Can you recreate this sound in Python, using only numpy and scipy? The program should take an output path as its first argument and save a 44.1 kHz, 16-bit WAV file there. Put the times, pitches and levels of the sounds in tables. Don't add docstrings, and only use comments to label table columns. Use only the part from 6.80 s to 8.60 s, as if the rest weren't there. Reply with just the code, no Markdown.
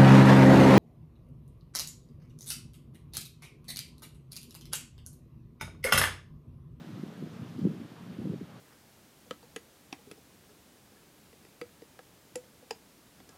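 import sys
import numpy as np
from scipy import signal
from scipy.fft import rfft, irfft, next_fast_len
from scipy.io import wavfile
from scipy.ndimage import uniform_filter1d, map_coordinates

SR = 44100
rng = np.random.default_rng(int(sys.argv[2]) if len(sys.argv) > 2 else 0)


def how_loud(loudness_db):
    steps = np.asarray(loudness_db, float) / 20
    return 10 ** steps


def unload_wav(signal):
    wavfile.write(
        sys.argv[1],
        SR,
        np.round(np.clip(np.atleast_2d(signal).T, -1, 1) * 32767).astype(np.int16),
    )


N = 79380

# [t/s, level/dB]
WIND_STRENGTH = [(0, -44), (.27, -40), (.34, -46.5), (.44, -39), (.5, -45.5), (.6, -44), (.73, -43.5),
                 (.87, -33), (.97, -37.5), (1.05, -42), (1.08, -48), (1.2, -47), (1.3, -41), (1.35, -43),
                 (1.45, -36), (1.55, -37), (1.59, -46.5), (1.8, -48.5)]
# [f/Hz, level/dB per Hz]
RUMBLE_COLOUR = [(15, -33), (30, 1), (55, 1), (95, -4), (130, 13.5), (190, 11), (300, -73), (600, -120)]
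# [t/s, level/dB]
SURF_LEVEL = [
    (0.0, -59),
    (0.01, -58.5),
    (0.476, -59),
    (0.55, -58.5),
    (0.7, -59),
    (1.142, -60),
    (1.198, -59),
    (1.212, -59.5),
    (1.668, -60),
    (1.8, -60),
]
# [f/Hz, level/dB per Hz]
ROAR_COLOUR = [(60, -45), (130, -16), (400, 0), (1000, -9.5), (1300, -9), (2300, -15.5), (3300, -15.5),
               (7000, -26.5), (15000, -55)]
# [f/Hz, level/dB per Hz]
STEAM_COLOUR = [(1000, -51), (5000, -10), (9000, 2), (15500, 0.4)]
# [t/s, peak level/dB, f/Hz]
MIDDLING_EDDIES = [(0.0182, -33.5, 192), (0.0268, -43, 177), (0.0507, -44, 215), (0.0734, -35, 194),
                   (0.082, -46, 182), (0.0926, -36, 275), (0.105, -36.5, 258), (0.1342, -40, 147),
                   (0.1493, -50, 136), (0.1613, -38.5, 205), (0.173, -37.3, 183), (0.1831, -37, 191),
                   (0.1979, -34, 224), (0.2194, -37, 218), (0.2853, -33.5, 186), (0.2932, -39, 210),
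                   (0.3554, -37, 189), (0.3916, -41, 221), (0.4113, -41.5, 208), (0.4494, -37, 182),
                   (0.4727, -36.2, 340), (0.5293, -40, 192), (0.5407, -39.5, 217), (0.5591, -38, 189),
                   (0.5675, -43, 197), (0.598, -32.5, 185), (0.611, -37, 239), (0.6232, -35, 127),
                   (0.6499, -36, 235), (0.6643, -39, 153), (0.6935, -43, 149), (0.7027, -34, 150),
                   (0.723, -41, 159), (0.765, -32.5, 202), (0.7807, -35.5, 218), (0.8181, -27, 217),
                   (0.887, -26, 181), (0.8996, -32, 199), (0.944, -36, 270), (0.9717, -43, 211),
                   (1.0033, -34, 258), (1.016, -34.2, 265), (1.0282, -37, 185), (1.0359, -37, 214),
                   (1.052, -36.5, 267), (1.0604, -43.5, 220), (1.2098, -39.9, 196), (1.2343, -38, 190),
                   (1.2658, -43, 184), (1.276, -44, 230), (1.3026, -41, 176), (1.3672, -39.7, 194),
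                   (1.418, -35, 235), (1.4273, -41, 160), (1.4451, -31.8, 188), (1.4843, -38, 210),
                   (1.5228, -41, 115), (1.6281, -35, 164)]
# [t/s, peak level/dB, f/Hz]
STRONG_EDDIES = [(0.113, -42, 198), (0.237, -28.5, 294), (0.2679, -37, 234), (0.4244, -29.5, 318),
                 (0.4365, -29, 203), (0.6314, -31.5, 246), (0.7926, -24, 260), (0.828, -25.5, 189),
                 (0.8463, -21.5, 181), (0.8552, -14, 202), (0.8664, -24, 220), (0.8739, -21, 302),
                 (0.9155, -30.5, 225), (1.1197, -36.5, 214), (1.289, -35, 204), (1.3186, -36, 214),
                 (1.3901, -26.5, 237), (1.401, -32, 199), (1.457, -29.5, 207), (1.465, -29, 170),
                 (1.474, -29, 227), (1.4997, -21, 177), (1.5148, -31, 268), (1.5381, -27, 198),
                 (1.544, -29, 280), (1.5611, -30.5, 220), (1.616, -30, 247)]
# [t/s, peak level/dB, f/Hz]
FURTHER_EDDIES = [(.123, -39, 165), (.2335, -32, 191), (.306, -42, 190), (.418, -36.5, 292), (.445, -38, 170),
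                  (1.587, -45, 165), (1.612, -37, 320), (1.645, -42, 170), (1.67, -45.5, 191),
                  (1.72, -45.5, 184), (1.742, -44, 190), (1.76, -44, 165)]
# [t/s, peak level/dB, f/Hz]
PRESSURE_HEAVES = [(0.0432, -49, 130), (0.1147, -42, 126), (0.1414, -35, 124), (0.1947, -46, 125),
                   (0.2354, -53, 125), (0.261, -40, 119), (0.4312, -45, 119), (0.4619, -40, 119),
                   (0.5267, -38, 111), (0.5615, -41, 118), (0.6176, -35, 115), (0.6615, -47, 113),
                   (0.6995, -36, 124), (0.7256, -43, 125), (0.7623, -43, 122), (0.7828, -45, 103),
                   (0.8242, -31, 122), (0.841, -45, 140), (0.8593, -27, 125), (0.9118, -42, 121),
                   (0.9467, -43, 112), (0.9754, -38.5, 128), (1.026, -47, 121), (1.0516, -41, 112),
                   (1.1107, -52, 119), (1.2387, -44, 122), (1.2584, -45, 121), (1.3229, -40, 110),
                   (1.3625, -43, 120), (1.3962, -33, 107), (1.4554, -35, 124), (1.5017, -34, 114),
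                   (1.5446, -47, 123), (1.5605, -46.5, 128), (1.5857, -46, 128), (1.6419, -40, 118)]
# [t/s, level/dB, centre f/Hz]
WAVE_SPLASHES = [(.05, -70, 1400), (.18, -69, 1200), (.36, -67, 1500), (.55, -64.5, 1200), (.58, -69, 2200),
                 (.65, -67, 3020), (.86, -64, 900), (1.19, -61.5, 1000), (1.33, -67, 2400),
                 (1.75, -63.5, 950), (.53, -73, 6000), (.69, -71, 5300), (.79, -71, 4300), (.82, -75, 6800)]
# [t/s, peak level/dB]
GRIT_TICKS = [
    (.0643, -53),
    (.383, -58),
    (.5377, -55),
    (.6973, -54),
    (.7898, -49),
    (1.5135, -56),
    (1.6312, -57),
]
# [t/s, peak level/dB, f/Hz]
EDGE_FLICKS = [(0.2312, -44, 370), (0.239, -47, 364), (0.3263, -44, 500), (0.4249, -33, 415),
               (0.4387, -46, 520), (0.4639, -44, 490), (0.6228, -48, 422), (0.7802, -42.5, 377),
               (0.791, -47, 385), (0.8183, -44, 422), (0.8253, -46, 463), (0.8378, -38, 393),
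               (0.8529, -25.5, 404), (0.8702, -24.5, 373), (0.8839, -36, 363), (0.8976, -46, 426),
               (0.9083, -39, 414), (0.9502, -40, 406), (1.0003, -49, 400), (1.0497, -47, 405),
               (1.3883, -48, 384), (1.4007, -42, 440), (1.4194, -46, 383), (1.456, -38, 490),
               (1.4635, -43, 400), (1.4711, -38, 365), (1.483, -45, 405), (1.4962, -39.5, 404),
               (1.5148, -37.5, 363), (1.5228, -38, 383), (1.5362, -33.5, 467), (1.5454, -36.5, 410),
               (1.6156, -40, 394), (1.6314, -46, 450)]


def unit(x):
    return x / np.sqrt(np.mean(x ** 2) + 1e-20)


def along(points, hz):
    f, v = np.transpose(points)
    return np.interp(np.log(hz + 1), np.log(f + 1), v)


def curve(rows, s):
    return np.interp(s, *np.transpose(rows))


def wobble(rate):
    knots = rng.standard_normal(int(N * rate / SR) + 4)
    return map_coordinates(knots, [np.arange(N) * rate / SR])


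def filtered(x, response):
    m = next_fast_len(N + 8192)
    spectrum = rfft(x, m) * response(np.fft.rfftfreq(m, 1 / SR))
    return irfft(spectrum, m)[..., :N]


def rush(colour, patchy_db):
    z = signal.stft(rng.standard_normal(N), nperseg=512)[2]
    across_pitch = uniform_filter1d(rng.standard_normal(z.shape), 10, 0)
    patches = unit(uniform_filter1d(across_pitch, 8, 1))
    noise = signal.istft(z * how_loud(patchy_db * patches), nperseg=512)[1][:N]
    return unit(filtered(noise, lambda hz: how_loud(along(colour, hz))))


def thuds(s, size, hz, phase, stretch=1):
    rise_cycles, fall_cycles, sag = .55, .95, .12
    before, after = 1200, 2000
    step = np.arange(-before, after)
    cycles = step / SR * hz[:, None]
    spread = np.where(cycles < 0, rise_cycles, fall_cycles)
    shape = np.exp(-.5 * (cycles / spread / stretch) ** 2)
    turns = cycles - sag * cycles * cycles / 2
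    swing = size[:, None] * shape * np.cos(2 * np.pi * turns + phase[:, None])
    at = np.round(s * SR).astype(int)[:, None] + step + before
    return np.bincount(at.ravel(), swing.ravel(), N + before + after)[before:N + before]


def listed(rows, lift_db, stretch):
    s, db, hz = np.transpose(rows)
    phase = 2 * np.pi * rng.random(len(s))
    return thuds(s, how_loud(db + lift_db), hz, phase, stretch)


def small_eddies():
    per_s, level_db, flutter_db = 480, -3.5, .6
    middle_hz, hz_per_db, pitch_spread, size_db = 199.7, 3.5, 0.26, 1.2
    count = int(per_s * N / SR)
    draw = np.clip(rng.standard_normal((count, 2)), -2, 2)
    even = rng.random((count, 2))
    s = (np.arange(count) + even[:, 0]) / per_s
    wind_hz = middle_hz + hz_per_db * (curve(WIND_STRENGTH, s) + 45)
    hz = np.clip(wind_hz * np.exp(pitch_spread * draw[:, 0]), 40, 900)
    flutter = unit(thuds(s, how_loud(size_db * draw[:, 1]), hz, 2 * np.pi * even[:, 1]))
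    strength_db = curve(WIND_STRENGTH, np.arange(N) / SR)
    return flutter * how_loud(strength_db + level_db + flutter_db * wobble(13.33))


def rumble():
    level_db = curve(WIND_STRENGTH, np.arange(N) / SR) - 13.5
    return rush(RUMBLE_COLOUR, patchy_db=-0.5) * how_loud(level_db)


def surf():
    level_db = curve(SURF_LEVEL, np.arange(N) / SR) + 4.5
    return how_loud(level_db) * rush(ROAR_COLOUR, patchy_db=.6)


def steam():
    level_db, swell_db = -70, .5
    return how_loud(level_db + swell_db * wobble(20.2)) * rush(STEAM_COLOUR, patchy_db=.5)


def larger_eddies():
    middling_lift_db = 0.5
    middling = listed(MIDDLING_EDDIES, middling_lift_db, stretch=0.89)
    strong = listed(STRONG_EDDIES, 0, stretch=0.92)
    further = listed(FURTHER_EDDIES, middling_lift_db, stretch=1)
    return middling + strong + further


def heaves():
    return listed(PRESSURE_HEAVES, -3.5, stretch=1)


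def splashes():
    swell_s, width = .03, .2
    t = np.arange(N) / SR
    total = np.zeros(N)
    for s, db, centre in WAVE_SPLASHES:
        def band(hz):
            return np.exp(-.5 * (np.log((hz + 1) / centre) / width) ** 2)

        wash = unit(filtered(rng.standard_normal(N), band))
        total += how_loud(db) * np.exp(-.5 * ((t - s) / swell_s) ** 2) * wash
    return total


def grit():
    t60_s, lift_db, low_hz, high_hz = .03, -6, 3000, 13000
    t = np.arange(N) / SR
    shape = np.zeros(N)
    for s, db in GRIT_TICKS:
        shape += how_loud(db + lift_db - 60 * np.abs(t - s) / t60_s) * (t >= s)

    def bright(hz):
        return hz ** 2 / (hz ** 2 + low_hz ** 2) / (1 + (hz / high_hz) ** 2)

    return filtered(shape * rng.standard_normal(N), bright)


def flicks():
    return listed(EDGE_FLICKS, -0.5, stretch=1.26)


def scene():
    wind = small_eddies() + rumble() + larger_eddies() + heaves() + flicks()
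    sea = surf() + steam() + splashes()
    return (wind + sea + grit())[None]


def band_limit(x):
    return signal.sosfilt(signal.butter(12, 15340, fs=SR, output="sos"), x)


def record(dry):
    cut_hz, cut_slope, top_hz = 98, 1.52, 15330

    def recorder(hz):
        wind_cut = (1j * hz / (cut_hz + 1j * hz)) ** cut_slope
        return (hz < top_hz) * wind_cut

    mix = filtered(dry, recorder)
    return band_limit(mix)


dry = scene()
out = record(dry)
unload_wav(out)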